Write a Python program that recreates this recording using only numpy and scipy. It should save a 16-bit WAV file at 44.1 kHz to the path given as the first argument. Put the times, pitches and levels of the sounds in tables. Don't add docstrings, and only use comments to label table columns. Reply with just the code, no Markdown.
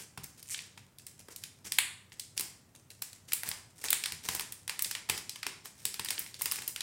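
import sys
import numpy as np
from scipy import signal
from scipy.fft import rfft, irfft
from scipy.io import wavfile

SR = 44100
rng = np.random.default_rng(int(sys.argv[2]) if len(sys.argv) > 2 else 0)


def output_pcm(signal):
    pcm = np.clip(np.atleast_2d(signal).T, -1, 1) * 32767
    wavfile.write(sys.argv[1], SR, np.round(pcm).astype(np.int16))


N = 300762

# (time [s], level with the energy spread over 8 ms [dB], low-end lift [dB],
# treble slope [dB per octave])
CREASE_SNAPS = [(0.1749, -41.5, 20, 1), (0.2405, -43.5, 16, 17), (0.4274, -47, -15, 4),
                (0.5451, -35.5, -26, -15.5), (0.5665, -56, -17, -18), (0.5902, -40.5, -26, -16),
                (0.7749, -49, -1, -12.5), (0.9851, -49.5, -46, -2.5), (1.0663, -43.5, -15, 6),
                (1.284, -48.5, 44, 7.5), (1.361, -41.5, -27, 1.5), (1.437, -39, -11, -1),
                (1.7209, -29, -6, 1.5), (1.785, -19, -8.5, -4), (2.12, -51, -21, -17.5),
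                (2.196, -36, -33, -3.5), (2.3773, -30.0, -29, -5.5), (2.3957, -32, 21.5, 9),
                (2.4081, -32.5, 25, 13.5), (2.747, -65, 46.5, -21), (2.9032, -48.5, -17, -1),
                (3.0205, -33, 14.5, 8.5), (3.1302, -50, 6.5, 0.5), (3.2858, -53, -8, -5),
                (3.3203, -34.5, -0.5, -2), (3.3324, -24, 3, 8.5), (3.4335, -35, 29, 7.5),
                (3.489, -31.5, 21, 11), (3.5137, -35.0, 1, -4), (3.8403, -35, 35, 11),
                (3.8842, -34.5, -31, -12), (3.9038, -23.5, -7, 6), (3.929, -22.5, -2.5, 1),
                (4.0381, -31.5, -17, -7.5), (4.0577, -30.5, 4, 0), (4.121, -36, 0, 1),
                (4.287, -29, 16, 2.5), (4.349, -32, 26, 10.5), (4.3959, -32.5, 19, 5.5),
                (4.408, -38, 13, 4), (4.522, -38.5, 1, 7.5), (4.678, -36.5, -1, -1.5),
                (4.6953, -31.5, 11.5, 0.5), (4.7921, -32, 9.5, 5.5), (4.822, -26.5, 3, 14.5),
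                (4.845, -32, -26, -4.5), (4.911, -33.0, -5, -0.5), (4.9504, -34, 8, -4),
                (5.0895, -38, 18, -1), (5.097, -24.5, 4, -0.5), (5.1768, -37, -3, 2),
                (5.2943, -35.5, -46, -8), (5.358, -43, 5, -2.5), (5.4294, -35.0, 5, -5.5),
                (5.4662, -31.5, 1.5, -2.5), (5.656, -43, 25, 7.5), (5.853, -27.0, -5.5, 3),
                (5.9412, -37.5, 6, 1.5), (5.9947, -32.5, 2.5, -3), (6.0467, -35.5, -1, 3),
                (6.0582, -39.5, 0, -3), (6.0856, -35.0, -25, -7), (6.105, -29, 7, 3.5),
                (6.1791, -37.5, -14, -16.5), (6.1925, -31.5, -1, 15.5), (6.2624, -47, -20, -18),
                (6.3427, -43.5, -32, -11), (6.4109, -40, 16, 2.5), (6.4185, -28.5, 12, 12),
                (6.4573, -28.5, 11.5, 6), (6.5136, -31.5, -17, -2), (6.5202, -29, 18.5, 9.5),
                (6.5578, -38.5, 11, 6.5), (6.5855, -43, -1, -19), (6.6198, -42.0, 12, 3),
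                (6.6774, -30.0, -2, 11.5), (6.761, -35.5, 2, -1.5), (6.8065, -32.0, -25, -10.5)]
# (frequency [Hz], level [dB])
FILM_RING = [(300, -9), (620, -22), (850, -4), (1400, -4), (2050, 3), (3400, 3), (5200, 4), (6400, -2.5),
             (8700, 3), (13000, -4)]
# (time [s], slip rate [1/s], level [dB])
UNSTICKING = [(0.47, 155, -57), (0.49, 117, -47.5), (0.504, 150, -43), (0.506, 290, -38.5),
              (0.533, 460, -40.5), (0.548, 113, -43)]
# (frequency [Hz], relative density [dB per Hz])
SLIP_SPECTRUM = [(590, -60), (1000, -24), (1260, -19), (1730, -30), (2030, -8), (3460, -16), (3840, -19),
                 (5830, -7), (6250, -8), (8360, -2.5), (16000, -23)]
# (time [s], length [s], level [dB])
FINGER_RUBS = [(-.04, .1, -50), (0.231, 0.021, -47), (.371, 0.04, -56.5), (1.188, 0.03, -54.5),
               (1.304, 0.032, -54), (1.408, .05, -61), (1.639, 0.053, -47), (2.362, 0.025, -49.5),
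               (3.272, 0.064, -55), (3.453, 0.047, -44), (3.743, 0.24, -53.5), (3.838, 0.032, -40),
               (4.23, 0.045, -45), (4.262, 0.13, -44.5), (5.122, 0.085, -50), (5.639, 0.047, -52.5),
               (5.733, 0.26, -59.5), (6.388, 0.023, -49), (6.55, 0.076, -58)]
# (frequency [Hz], relative density [dB per Hz])
PATCH_SPECTRUM = [(300, 2.5), (1000, -8), (2100, 4), (3500, -1), (5500, 4.5), (9000, 4), (12000, -2),
                  (16000, -7.5)]
# (time [s], thud level [dB], hollow knock level [dB])
CASE_BUMPS = [(.176, -50.5, -56), (.226, -58, -66), (2.394, -62, -55), (3.478, -53, -75), (3.843, -66, -57),
              (4.118, -54.5, -61), (4.287, -51, -51.5), (4.347, -55, -61), (5.096, -49, -46.5),
              (5.463, -67, -49.5), (5.853, -65, -54), (5.995, -54, -54), (6.456, -69, -57)]
# (frequency [Hz], relative density [dB per Hz])
THUD_SPECTRUM = [(25, -23), (55, -11), (105, 3), (170, -12), (300, -24.5), (800, -67)]
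# (frequency [Hz], relative density [dB per Hz])
KNOCK_SPECTRUM = [(80, -73), (170, -0.5), (260, -7.5), (400, -5), (600, -25), (1500, -26.5)]
# (delay [s], level [dB])
WALL_ECHOES = [(0.02, -22.5), (0.0231, -28.5)]
# (frequency [Hz], time to fall 60 dB [s])
REVERB_TIME = [(200, 0.75), (2100, 0.47), (7000, 0.46), (15000, 0.27)]
# (frequency [Hz], level [dB])
REVERB_COLOUR = [(150, 2.5), (700, 1), (2000, 1.5), (4000, 0.5), (7500, 4), (11000, 0.5), (15500, -2)]
# (frequency [Hz], relative density [dB per Hz])
AIR_SPECTRUM = [(25, -14), (60, -6.5), (115, 3), (220, -4.5), (500, -14.5), (1300, -19.5), (4000, -28),
                (9000, -27), (16000, -30.5)]

AIR_DB, HUM_HZ, HUM_DB = -63.5, 98.5, -71
LOWEST_HZ, CUT_HZ = 420, 16000
BODY_HZ, SHARP_HZ = 1960, 3120
FLIP_S, FLIP_SPREAD = 0.00098, 0.25
HARD_DB, HOLLOW_DB_PER_DB, HOLLOW_HZ, HOLLOW_WIDTH_HZ = -27, 2.0, 5520, 1220


def snaps(ring_db=-20, ring_s=0.022, warn_db=-20, warn_s=0.0022):
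    t = np.arange(1536) / SR
    level_window = int(0.008 * SR)
    hz = np.fft.rfftfreq(len(t), 1 / SR)
    radiates = signal.butter(4, (LOWEST_HZ, CUT_HZ), "bandpass", fs=SR, output="sos")
    out = np.zeros(N)
    for s, level_db, body_db, sharp_db in CREASE_SNAPS:
        flip_s = FLIP_S * np.exp(FLIP_SPREAD * rng.standard_normal())
        u = t / flip_s
        flip = u * np.exp(1 - u)
        ring = amp(ring_db) * (1 - np.exp(-u)) * np.exp(-t / ring_s)
        tone = read(FILM_RING, hz) + snap_tone(hz, level_db, body_db, sharp_db)
        flutter = irfft(rfft(rng.standard_normal(len(t))) * amp(tone) * (hz < CUT_HZ))
        sound = signal.sosfilt(radiates, flutter * (flip + ring))
        sound *= amp(level_db) * np.sqrt(level_window) / np.linalg.norm(sound)
        add(out, s, sound)
        lead, give = rng.random(2)
        add(out, s - warn_s * (0.5 + lead), amp(warn_db) * max(2 * give - 1, 0) * sound)
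    return out


def snap_tone(hz, level_db, body_db, sharp_db):
    body = body_db / (1 + (hz / BODY_HZ) ** 2)
    treble = sharp_db * np.log2(np.hypot(hz / SHARP_HZ, 1))
    depth_db = HOLLOW_DB_PER_DB * max(level_db - HARD_DB, 0)
    hollow = depth_db * np.exp(-((hz - HOLLOW_HZ) / HOLLOW_WIDTH_HZ) ** 2)
    return body + treble - hollow


def unstick(jitter=0.07):
    s, rate, db = np.transpose(UNSTICKING)
    t = np.arange(N) / SR
    slips_so_far = np.cumsum(np.interp(t, s, rate, left=0, right=0)) / SR
    slip_times = t[1:][np.diff(np.floor(slips_so_far + 0.5)) > 0]
    age = np.arange(512) / SR
    shape = np.sqrt(age) * np.exp(-(age / 0.0017) ** 2)
    out = np.zeros(N)
    for at in slip_times:
        period = 1 / np.interp(at, s, rate)
        slip = colour(rng.standard_normal(len(age)), SLIP_SPECTRUM) * shape
        slip *= amp(np.interp(at, s, db)) * np.sqrt(period * SR) / np.linalg.norm(slip)
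        add(out, at + jitter * period * rng.standard_normal(), slip)
    return out


def crackle(idle_per_s=12, busy_per_s=55, settle_s=0.057, level_db=-46, spread_db=2.5, strain_db=11.5):
    starts = np.bincount((np.array(CREASE_SNAPS)[:, 0] * SR).astype(int), minlength=N)[:N]
    strain = signal.lfilter([1], [1, -np.exp(-1 / (settle_s * SR))], starts)
    strain = np.minimum(strain, 2)
    fires = rng.random(N) < (idle_per_s + busy_per_s * strain) / SR
    spread = spread_db * np.minimum(rng.exponential(1, N), 2)
    size = amp(level_db + spread + strain_db * strain)
    return grains(fires * size, 0.0023, PATCH_SPECTRUM)


def rubs(per_s=1000, spread_db=2.5):
    fires = rng.random(N) < per_s / SR
    clicks = fires * amp(spread_db * np.minimum(rng.exponential(1, N), 2))
    texture = grains(clicks, 0.00034, PATCH_SPECTRUM)
    out = np.zeros(N)
    for s, length, db in FINGER_RUBS:
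        stroke = texture[max(int(s * SR), 0):][:max(int(length * SR), 64)]
        stroke = stroke * signal.windows.tukey(len(stroke), 0.6)
        add(out, s, amp(db) * unit(stroke))
    return out


def grains(clicks, decay_s, tone, count=24):
    t = np.arange(384) / SR
    envelope = (1 - np.exp(-t / 0.00049)) * np.exp(-t / decay_s)
    patches = colour(rng.standard_normal((count, len(t))), tone) * envelope
    which = rng.integers(0, count, len(clicks))
    out = np.zeros(len(clicks))
    for k, patch in enumerate(patches):
        patch = patch / np.linalg.norm(patch)
        out += signal.oaconvolve(clicks * (which == k), patch)[:len(clicks)]
    return out


def bumps(thud_s=0.0067, knock_s=0.017, rise_s=0.0017):
    t, out = np.arange(8192) / SR, np.zeros(N)
    level_window = int(0.02 * SR)
    for s, thud_db, knock_db in CASE_BUMPS:
        parts = (thud_db, THUD_SPECTRUM, thud_s), (knock_db, KNOCK_SPECTRUM, knock_s)
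        for db, tone, decay_s in parts:
            envelope = (1 - np.exp(-t / rise_s)) * np.exp(-t / decay_s)
            blow = colour(rng.standard_normal(len(t)), tone) * envelope
            add(out, s, amp(db) * blow / np.std(blow[:level_window]))
    return out


def reflect(x):
    out = x.copy()
    for delay, db in WALL_ECHOES:
        add(out, delay, amp(db) * x)
    return out


def room(x, wet_db=-6.5, build_s=0.0014):
    size = 32768
    hz, t, z = signal.stft(rng.standard_normal(size), SR, nperseg=256)
    decay = amp(-60 * t / read(REVERB_TIME, hz)[:, None])
    tail = signal.istft(z * decay, SR, nperseg=256)[1][:size]
    tail = colour(tail / np.linalg.norm(tail), REVERB_COLOUR)
    build = 1 - np.exp(-np.arange(size) / SR / build_s)
    fade = np.minimum(np.linspace(10, 0, size), 1)
    tail *= amp(wet_db) * build * fade
    return signal.fftconvolve(x, tail)[:N]


def background(waver=0.33):
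    drift = unit(colour(rng.standard_normal(N), [(1, -17), (6, -5), (25, -66), (100, -120)]))
    hum = np.sin(2 * np.pi * HUM_HZ * np.arange(N) / SR + drift) * (1 + waver * drift)
    air = colour(rng.standard_normal(N), AIR_SPECTRUM)
    return amp(AIR_DB) * unit(air) + amp(HUM_DB) * unit(hum)


def amp(db):
    return 10 ** (np.asarray(db) / 20)


def unit(x):
    return x / np.sqrt(np.mean(x ** 2) + 1e-20)


def read(points, hz):
    f, value = np.transpose(points)
    return np.interp(np.log(hz + 1), np.log(f + 1), value)


def colour(x, points):
    n = x.shape[-1]
    return irfft(rfft(x) * amp(read(points, np.fft.rfftfreq(n, 1 / SR))), n)


def add(mix, s, sound):
    at = int(round(s * SR))
    sound = sound[max(-at, 0):]
    part = mix[max(at, 0):][:len(sound)]
    part += sound[:len(part)]


def scene(count=6):
    handling = crackle() + rubs() + bumps()
    directions = [snaps() + unstick() + handling for _ in range(count)]
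    tail = sum(room(x) for x in directions) / np.sqrt(count)
    return (reflect(directions[0]) + tail + background())[None]


def record(dry, low_cut_hz=48):
    bass_cut = signal.butter(2, low_cut_hz, "highpass", fs=SR, output="sos")
    band_limit = signal.firwin(255, CUT_HZ, window=("kaiser", 8), fs=SR)
    return signal.oaconvolve(signal.sosfilt(bass_cut, dry), band_limit[None], "same")


dry = scene()
out = record(dry)
output_pcm(out)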